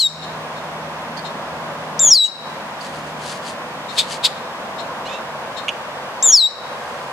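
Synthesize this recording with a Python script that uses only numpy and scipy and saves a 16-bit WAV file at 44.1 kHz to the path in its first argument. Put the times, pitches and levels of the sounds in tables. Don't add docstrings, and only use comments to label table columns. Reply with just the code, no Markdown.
import sys
import numpy as np
from scipy import signal
from scipy.fft import rfft, irfft, next_fast_len
from scipy.io import wavfile
from scipy.ndimage import uniform_filter1d, minimum_filter1d

SR = 44100
rng = np.random.default_rng(int(sys.argv[2]) if len(sys.argv) > 2 else 0)


def int16_out(signal):
    q = np.round(np.clip(np.atleast_2d(signal).T, -1, 1) * 32767)
    wavfile.write(sys.argv[1], SR, q.astype(np.int16))


N = 313992
TIME = np.arange(N) / SR
PRE_ROLL = SR // 4

# (time of the break [s], shrill lead [s], shrill top [Hz], shrill level [dB],
# slide length [s], glide [s], slide end [Hz], closing flick [Hz], slide level [dB], overtones [dB])
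WHISTLE_CUES = [(-.072, .1, 3750, -7, .15, 0.068, 3710, -50, -2, 6.5),
                (2.102, .1105, 3785, -10.5, .19, 0.052, 3844, 40, 1, 1.5),
                (6.319, .095, 3860, -10, .17, 0.061, 3775, 167, -1.5, 0.5)]
SHRILL_TIMBRE = [-16.5, 1.5, -22, -22]
SLIDE_TIMBRE = [0, -22, -24.5, -39]
# (frequency [Hz], gain [dB])
BEAK_EQ = [(2000, -2.5), (7800, 0.5), (9000, -3), (10400, -3), (11500, -13.5), (15000, -8)]
# (frequency [Hz], pan [dB])
WHISTLE_PAN = [(7500, 2), (10000, 0), (15000, -5)]
# (time [s], half length [s], level [dB])
UNDERTONE_CUES = [(.005, 0.029, -21), (2.257, .019, -27)]
# (frequency [Hz], level [dB])
SLIDE_HISS_EQ = [(2000, -19), (3600, 1), (5000, 5), (6200, 0), (9500, 11), (11500, -3), (15000, -10)]
# (frequency [Hz], level [dB])
UNDERTONE_HISS_EQ = [(2000, -16), (5000, -4), (9000, 12), (15000, -23)]
# (frequency [Hz], t60 [s])
YARD_DECAY = [(2000, 0.47), (4000, 0.68), (7500, 0.59), (14000, 0.36)]

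# (frequency [Hz], level [dB])
ROAD_EQ = [(15, -26), (35, -33.5), (70, -18), (125, -10.5), (190, -4.5), (228, -2), (290, -9), (430, -7),
           (570, 0.5), (830, -1), (1030, 1), (1300, -5.5), (1650, -7), (2600, -51)]
AIR_EQ = [(880, -54), (1500, -9.5), (1840, -3), (2100, -5), (3360, -9), (4100, -13.5), (5240, -16),
          (5840, -18), (15000, -33.5), (15800, -48)]
# (frequency [Hz], left-right likeness [-1 to 1])
BED_LIKENESS = [(60, 0.96), (130, 0.99), (290, 0.97), (640, 0.92), (1410, 0.57), (3100, -0.55),
                (6820, -0.047), (15000, 0.16)]
# (time [s], level [dB])
ROAD_FADER = [(0, -29.5), (.9, -30), (1.65, -28.5), (2.6, -30.5), (4.2, -30.5), (4.9, -28.5), (5.6, -29.5),
              (7.1, -29)]
HUM_FADER = [(0, -40), (2, -44), (2.6, -51.5), (3.1, -42.5), (3.7, -51.5), (7.1, -51)]
# (start [s], end [s], pitch [Hz], level [dB])
WHINE_CUES = [(.4, 2.47, 573, -42.5), (3.3, 7.5, 501.7, -44.5)]

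# (time [s], level [dB])
CHIP_CUES = [(.237, -37), (.578, -48), (1.265, -37), (3.903, -37.5), (4.377, -47), (4.801, -37),
             (5.584, -35.5)]
TICK_CUES = [(1.177, -37.5), (1.193, -40.5), (2.815, -39.5)]
# (time [s], length [s], lower pitch [Hz], level [dB])
TWITTER_CUES = [(5.068, .042, 2890, -35), (5.096, 0.037, 2500, -35.5), (5.137, 0.088, 2645, -34.5)]
# (frequency [Hz], level [dB])
CHIRP_HISS_EQ = [(2000, -6), (3200, 6.5), (4800, -6), (5700, -4), (6600, -4), (7400, -6), (12000, -42)]

# (time [s], width [s], level [dB])
RUSTLE_CUES = [(2.855, 0.036, -38.5), (2.97, 0.042, -43.5), (3.085, 0.025, -46), (3.293, 0.065, -33.5),
               (3.482, 0.037, -34.5), (3.989, 0.046, -34), (4.13, 0.032, -29.5), (6.935, 0.21, -48.5)]
# (frequency [Hz], level [dB])
RUSTLE_EQ = [(1060, -49), (1800, 3), (1950, -9.5), (3200, -0.5), (3470, -2.5), (3960, -2.5), (4570, 1),
             (5410, -8), (6570, -5), (10600, -13), (15000, -45)]

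# (time of the peak [s], rise [s], fall [s], level [dB], pan [dB])
CHACK_CUES = [(3.989, 0.0094, 0.02, -10, 3.5), (4.254, 0.011, .014, -8, 2.5)]
# (frequency [Hz], level [dB])
THROAT_EQ = [(880, -50), (1500, -17.5), (1670, -27), (2350, -15), (2540, -11), (2780, -13.5), (3250, -6),
             (3690, 2.5), (3910, -1.5), (5240, -12), (5670, -20), (7900, -15), (10900, -30.5), (13700, -32),
             (15500, -45)]
# (time [s], level [dB])
CHUCK_PULSES = [(5.682, -11), (5.6897, -11)]
# (frequency [Hz], level [dB], t60 [s])
THROAT_MODES = [(2830, -1.5, 0.035), (3130, -5, 0.019), (2420, -3.5, 0.019), (4460, -19, 0.017),
                (6640, -20, 0.038), (9300, -23, 0.02)]

LEAP_SHARE, LEAP_S, BREAK_HZ = 0.52, 0.00246, 3198
REBOUND_HZ, REBOUND_S, OVERLAP_S = 452, 0.019, .06
SHRILL_SWELL_DB, SHRILL_DROP_DB, HANDOVER_S = 6, 9, 0.009
FLUTTER_CALM, FLUTTER_FORCED = 0.2, 0.71
SLIDE_TOP_HZ, SAG_HZ_PER_S, FLICK_S = 5715, 720, 0.0069
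FORCED_FROM_HZ, FORCED_PURITY_DB = 5070, 13
SOFT_START_DB, SOFT_START_S, HOLD_S = 13, .017, .142
ACCENT_DB, ACCENT_AT_S, ACCENT_WIDTH_S = 7, 0.026, 0.012


def gain_of(db):
    return 10 ** (np.asarray(db) / 20)


def unit_rms(x):
    return x / np.sqrt(np.mean(x ** 2) + 1e-20)


def ramp(x):
    return np.clip(x, 0, 1)


def at_hz(points, hz):
    f, value = np.transpose(points)
    return np.interp(np.log(hz + 1), np.log(f + 1), value)


def ride(fader):
    return np.interp(TIME, *np.transpose(fader))


def add(mix, s, sound):
    part = mix[:, max(round(s * SR), 0):][:, :sound.shape[1]]
    part += sound[:, :part.shape[1]]


def panned(x, pan_db):
    return x * gain_of(np.array([[1], [-1]]) * pan_db / 2)


def eased(x):
    return x * signal.windows.tukey(x.shape[-1], .005 * SR / x.shape[-1])


def wander(size, rate_hz):
    length = next_fast_len(size + SR // 4)
    hz = np.fft.rfftfreq(length, 1 / SR)
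    spectrum = rfft(rng.standard_normal(length)) * np.exp(-(hz / rate_hz) ** 2)
    return unit_rms(irfft(spectrum, length))[:size]


def phase_of(hz):
    return 2 * np.pi * np.cumsum(hz) / SR


def noise(colour, size, likeness):
    hz = np.fft.rfftfreq(size, 1 / SR)
    mid, side = rfft(rng.standard_normal((2, size))) * gain_of(at_hz(colour, hz))
    same = at_hz(likeness, hz) if np.ndim(likeness) else likeness
    mid, side = mid * np.sqrt(1 + same), side * np.sqrt(1 - same)
    return unit_rms(irfft(np.array([mid + side, mid - side]), size))


def tone(hz, harmonics_db, jitter, rasp=0):
    phase = phase_of(hz * (1 + jitter * wander(len(hz), 430)))
    out = np.zeros(len(hz))
    for k, db in enumerate(harmonics_db, 1):
        fray = 1 + rasp * (k - 1) * wander(len(hz), 470) if rasp else 1
        out += gain_of(db) * fray * np.sin(k * phase)
    return np.sqrt(2) * out


def whistles(left_lag_s=.00001):
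    syrinx = np.zeros((2, PRE_ROLL + N))
    for s, lead, top_hz, shrill_db, *slide_shape in WHISTLE_CUES:
        add(syrinx, PRE_ROLL / SR + s - lead, shrill(lead, top_hz, shrill_db))
        add(syrinx, PRE_ROLL / SR + s, slide(s, *slide_shape))
    size = next_fast_len(PRE_ROLL + N)
    hz = np.fft.rfftfreq(size, 1 / SR)
    spectrum = rfft(syrinx, size) * gain_of(at_hz(BEAK_EQ, hz))
    spectrum[0] *= np.exp(-2j * np.pi * hz * left_lag_s)
    return irfft(panned(spectrum, at_hz(WHISTLE_PAN, hz)), size)[:, :PRE_ROLL + N]


def shrill(lead, top_hz, level_db, flutter_hz=290, flutter_bend=0.0035):
    t = np.arange(0, lead + OVERLAP_S, 1 / SR)
    effort = ramp(t / lead)
    handed_over = ramp((t - lead) / HANDOVER_S + 1)
    after_break = np.maximum(t - lead, 0) / REBOUND_S
    leap = 1 - LEAP_SHARE * np.exp(-t / LEAP_S)
    rebound_hz = REBOUND_HZ * (after_break * np.exp(1 - after_break)) ** 2
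    hz = (top_hz + (BREAK_HZ - top_hz) * effort) * leap + rebound_hz
    db = level_db - SHRILL_SWELL_DB * (1 - effort) ** 2 - SHRILL_DROP_DB * handed_over
    depth = FLUTTER_CALM + (FLUTTER_FORCED - FLUTTER_CALM) * effort * (1 - handed_over)
    flutter = np.sin(phase_of(flutter_hz * (1 + 0.324 * wander(len(t), 44))))
    late_db = -25 * np.exp(-(t / 0.0028) ** 2)
    fundamental_db = SHRILL_TIMBRE[0] + late_db - 0.97 * (db + 11.5)
    voice = tone(hz * (1 + flutter_bend * flutter), [fundamental_db, *SHRILL_TIMBRE[1:]],
                 jitter=.01, rasp=.16)
    return panned(gain_of(db) * eased(voice * (1 + depth * flutter)), pan_db=1)


def slide(s, length, glide, end_hz, flick_hz, level_db, bright_db):
    t = np.arange(0, length, 1 / SR)
    descent = (t / glide) ** 2
    hz = end_hz + (SLIDE_TOP_HZ - end_hz) * np.exp(-descent) + SAG_HZ_PER_S * (HOLD_S - t)
    hz += flick_hz * ramp((t - HOLD_S) / FLICK_S)
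    accent_db = ACCENT_DB * np.exp(-((t - ACCENT_AT_S) / ACCENT_WIDTH_S) ** 2)
    db = level_db - SOFT_START_DB * np.exp(-t / SOFT_START_S) + accent_db
    release = ramp((length - t) / (length - HOLD_S)) ** 1.64
    forced = ramp((hz - FORCED_FROM_HZ) / (SLIDE_TOP_HZ - FORCED_FROM_HZ))
    overtones_db = [level + bright_db - FORCED_PURITY_DB * forced for level in SLIDE_TIMBRE[1:]]
    voice = tone(hz, [SLIDE_TIMBRE[0], *overtones_db], jitter=0.0029, rasp=0.16)
    grit = gain_of(-33) * wander(len(t), 1900)
    flutter = 0.16 * (descent * np.exp(1 - descent)) ** 2 * wander(len(t), 400)
    hiss = gain_of(-37) * (hz / 4500) ** 3 * noise(SLIDE_HISS_EQ, len(t), likeness=0.81)
    voice = gain_of(db) * release * (voice * (1 + grit + flutter) + hiss) + undertone(s + t, hz)
    return panned(eased(voice), pan_db=2 * ramp((5600 - hz) / 1500))


def undertone(t, slide_hz, ratio=3 / 4):
    envelope = sum(gain_of(db) * np.exp(-((t - s) / half) ** 4) for s, half, db in UNDERTONE_CUES)
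    hz = ratio * slide_hz
    hiss = gain_of(-3) * noise(UNDERTONE_HISS_EQ, len(t), likeness=0.65)
    voice = tone(hz, [0, -6, -9], jitter=0.024)
    sum_tone = tone(hz + slide_hz, [0], jitter=0.0018)
    return envelope * (voice + sum_tone + hiss)


def yard(x, echo_s=0.012, echo_db=-17, leaves_db=-19, leaves_t60=0.43, tail_db=-25):
    t = np.arange(SR) / SR
    signs = rng.choice([-1., 1.], (2, 2, SR))
    leaf_taps, tail_taps = signs * (rng.random((2, 2, SR)) < 3000 / SR)
    leaves = leaf_taps * gain_of(-60 * t / leaves_t60) * (t > .003)
    hz, age, bands = signal.stft(tail_taps * (t > .02), SR, nperseg=256)
    decay = gain_of(-60 * age / at_hz(YARD_DECAY, hz)[:, None])
    tail = signal.istft(bands * decay, SR, nperseg=256)[1][:, :SR]
    response = (gain_of(leaves_db) * unit_rms(leaves) + gain_of(tail_db) * unit_rms(tail)) / np.sqrt(SR)
    response[:, round(echo_s * SR)] += gain_of(echo_db)
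    return x + signal.fftconvolve(x, response, axes=1)[:, :x.shape[1]]


def road(bass_db=1.5, thins_at_s=3.47, thins_db_per_s=1.9):
    wash = noise(ROAD_EQ, N, BED_LIKENESS) * gain_of(ride(ROAD_FADER) + 0.1 * wander(N, 24))
    bass = signal.sosfiltfilt(signal.butter(2, [115, 330], "bandpass", fs=SR, output="sos"), wash)
    bass_gain = gain_of(bass_db - thins_db_per_s * np.maximum(TIME - thins_at_s, 0))
    return wash + bass * (bass_gain - 1)


def air(level_db=-37):
    return panned(noise(AIR_EQ, N, BED_LIKENESS) * gain_of(level_db), pan_db=-0.5)


def engine(hum_hz=159.3, sag_hz_per_s=2.2):
    firing_hz = (hum_hz - sag_hz_per_s * TIME) / 2
    return tone(firing_hz, [-15, 0], jitter=0.021) * gain_of(ride(HUM_FADER) + 2.6 * wander(N, 3))


def whines(fade_s=0.28):
    out = np.zeros(N)
    for start, end, hz, db in WHINE_CUES:
        fade = ramp(np.minimum(TIME - start, end - TIME) / fade_s)
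        out += fade * tone(np.full(N, hz), [db], jitter=0.02)
    return out * gain_of(1.5 * wander(N, 8.7))


def far_birds(chip_s=.046, tick_s=.02):
    out = np.zeros((2, N))
    for s, db in CHIP_CUES:
        chip = chirp(chip_s, lower_hz=3720, interval=1.135, rise=-0.016, arch=0.144, hoarse_db=-7)
        add(out, s - chip_s / 2, panned(gain_of(db) * chip, pan_db=17))
    for s, db in TICK_CUES:
        tick = chirp(tick_s, lower_hz=4450, interval=1.1, rise=-.01, arch=0.089, hoarse_db=-8)
        add(out, s - tick_s / 2, panned(gain_of(db) * tick, pan_db=-17))
    for s, length, hz, db in TWITTER_CUES:
        twitter = chirp(length, hz, interval=1.42, rise=0.101, arch=0.073, hoarse_db=-5.5)
        add(out, s - length / 2, panned(gain_of(db) * twitter, pan_db=-5))
    return yard(out, echo_db=-31, leaves_db=-7.5, leaves_t60=.35, tail_db=-18.5)


def chirp(length, lower_hz, interval, rise, arch, hoarse_db):
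    position = np.linspace(-1, 1, round(length * SR))
    hz = lower_hz * (1 + rise * position / 2)
    lower = tone(hz, [0, -17], jitter=.01)
    upper = gain_of(-2) * tone(hz * interval * (1 - arch * position ** 2), [0, -19], jitter=.016)
    hiss = gain_of(hoarse_db) * noise(CHIRP_HISS_EQ, len(hz), likeness=0.42)
    ring = tone(1.4 * hz, [-13], jitter=0.013)
    return (unit_rms(lower + upper + ring) + hiss) * np.cos(np.pi * position / 2)


def rustles(grain_db=2, grain_hz=250):
    strokes = sum(gain_of(db) * np.exp(-0.75 * ((TIME - s) / width) ** 2) for s, width, db in RUSTLE_CUES)
    swishes = strokes * noise(RUSTLE_EQ, N, likeness=.8)
    return panned(swishes * gain_of(grain_db * wander(N, grain_hz)), pan_db=4.5)


def chacks():
    out = np.zeros((2, N))
    t = np.arange(-SR // 10, SR // 10) / SR
    for s, rise, fall, db, pan_db in CHACK_CUES:
        puff = np.exp(-abs(t / np.where(t < 0, rise, fall)) ** 1.47)
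        rasp = noise(THROAT_EQ, len(t), likeness=0.63)
        add(out, s + t[0], panned(gain_of(db) * puff * rasp, pan_db))
    return out


def chuck(rise_s=0.0012):
    out = np.zeros((2, N))
    t = np.arange(SR // 20) / SR
    attack = 1 - np.exp(-t / rise_s)
    for s, db in CHUCK_PULSES:
        ring = sum(tone(np.full(len(t), hz), [mode_db], jitter=0.065) * gain_of(-60 * t / t60)
                   for hz, mode_db, t60 in THROAT_MODES)
        add(out, s, panned(gain_of(db) * ring * attack, pan_db=-5))
    return out


def gain_control(x, threshold_db=-8, attack_s=0.017, hold_s=0.091, recovery_db_per_s=65,
                 start_duck_db=12, start_hold_s=0.076):
    power = uniform_filter1d((x ** 2).mean(0), size=128)
    over_db = np.maximum(10 * np.log10(abs(power) + 1e-12) - threshold_db, 0)
    half = round(hold_s * SR / 2)
    held_db = -minimum_filter1d(-over_db, 2 * half + 1, origin=half, mode="nearest")
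    held_db[TIME < start_hold_s] = start_duck_db
    recovery_db = TIME * recovery_db_per_s
    duck_db = np.maximum.accumulate(held_db + recovery_db) - recovery_db
    pole = np.exp(-1 / (attack_s * SR))
    duck_db = signal.lfilter([1 - pole], [1, -pole], duck_db - start_duck_db) + start_duck_db
    return x * gain_of(-duck_db)


def limiter(x, ceiling=.98):
    gain = 1 / np.maximum(abs(x).max(0) / ceiling, 1)
    return x * uniform_filter1d(minimum_filter1d(gain, size=129), size=129)


def scene():
    calls = whistles()
    add(calls, PRE_ROLL / SR, chacks() + chuck())
    return yard(calls)[:, PRE_ROLL:] + far_birds() + rustles() + road() + air() + engine() + whines()


def record(dry, cutoff_hz=15900):
    low_pass = signal.firwin(511, cutoff_hz, window=("kaiser", 9), fs=SR)
    return signal.oaconvolve(limiter(gain_control(dry)), low_pass[None], "same")


dry = scene()
out = record(dry)
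int16_out(out)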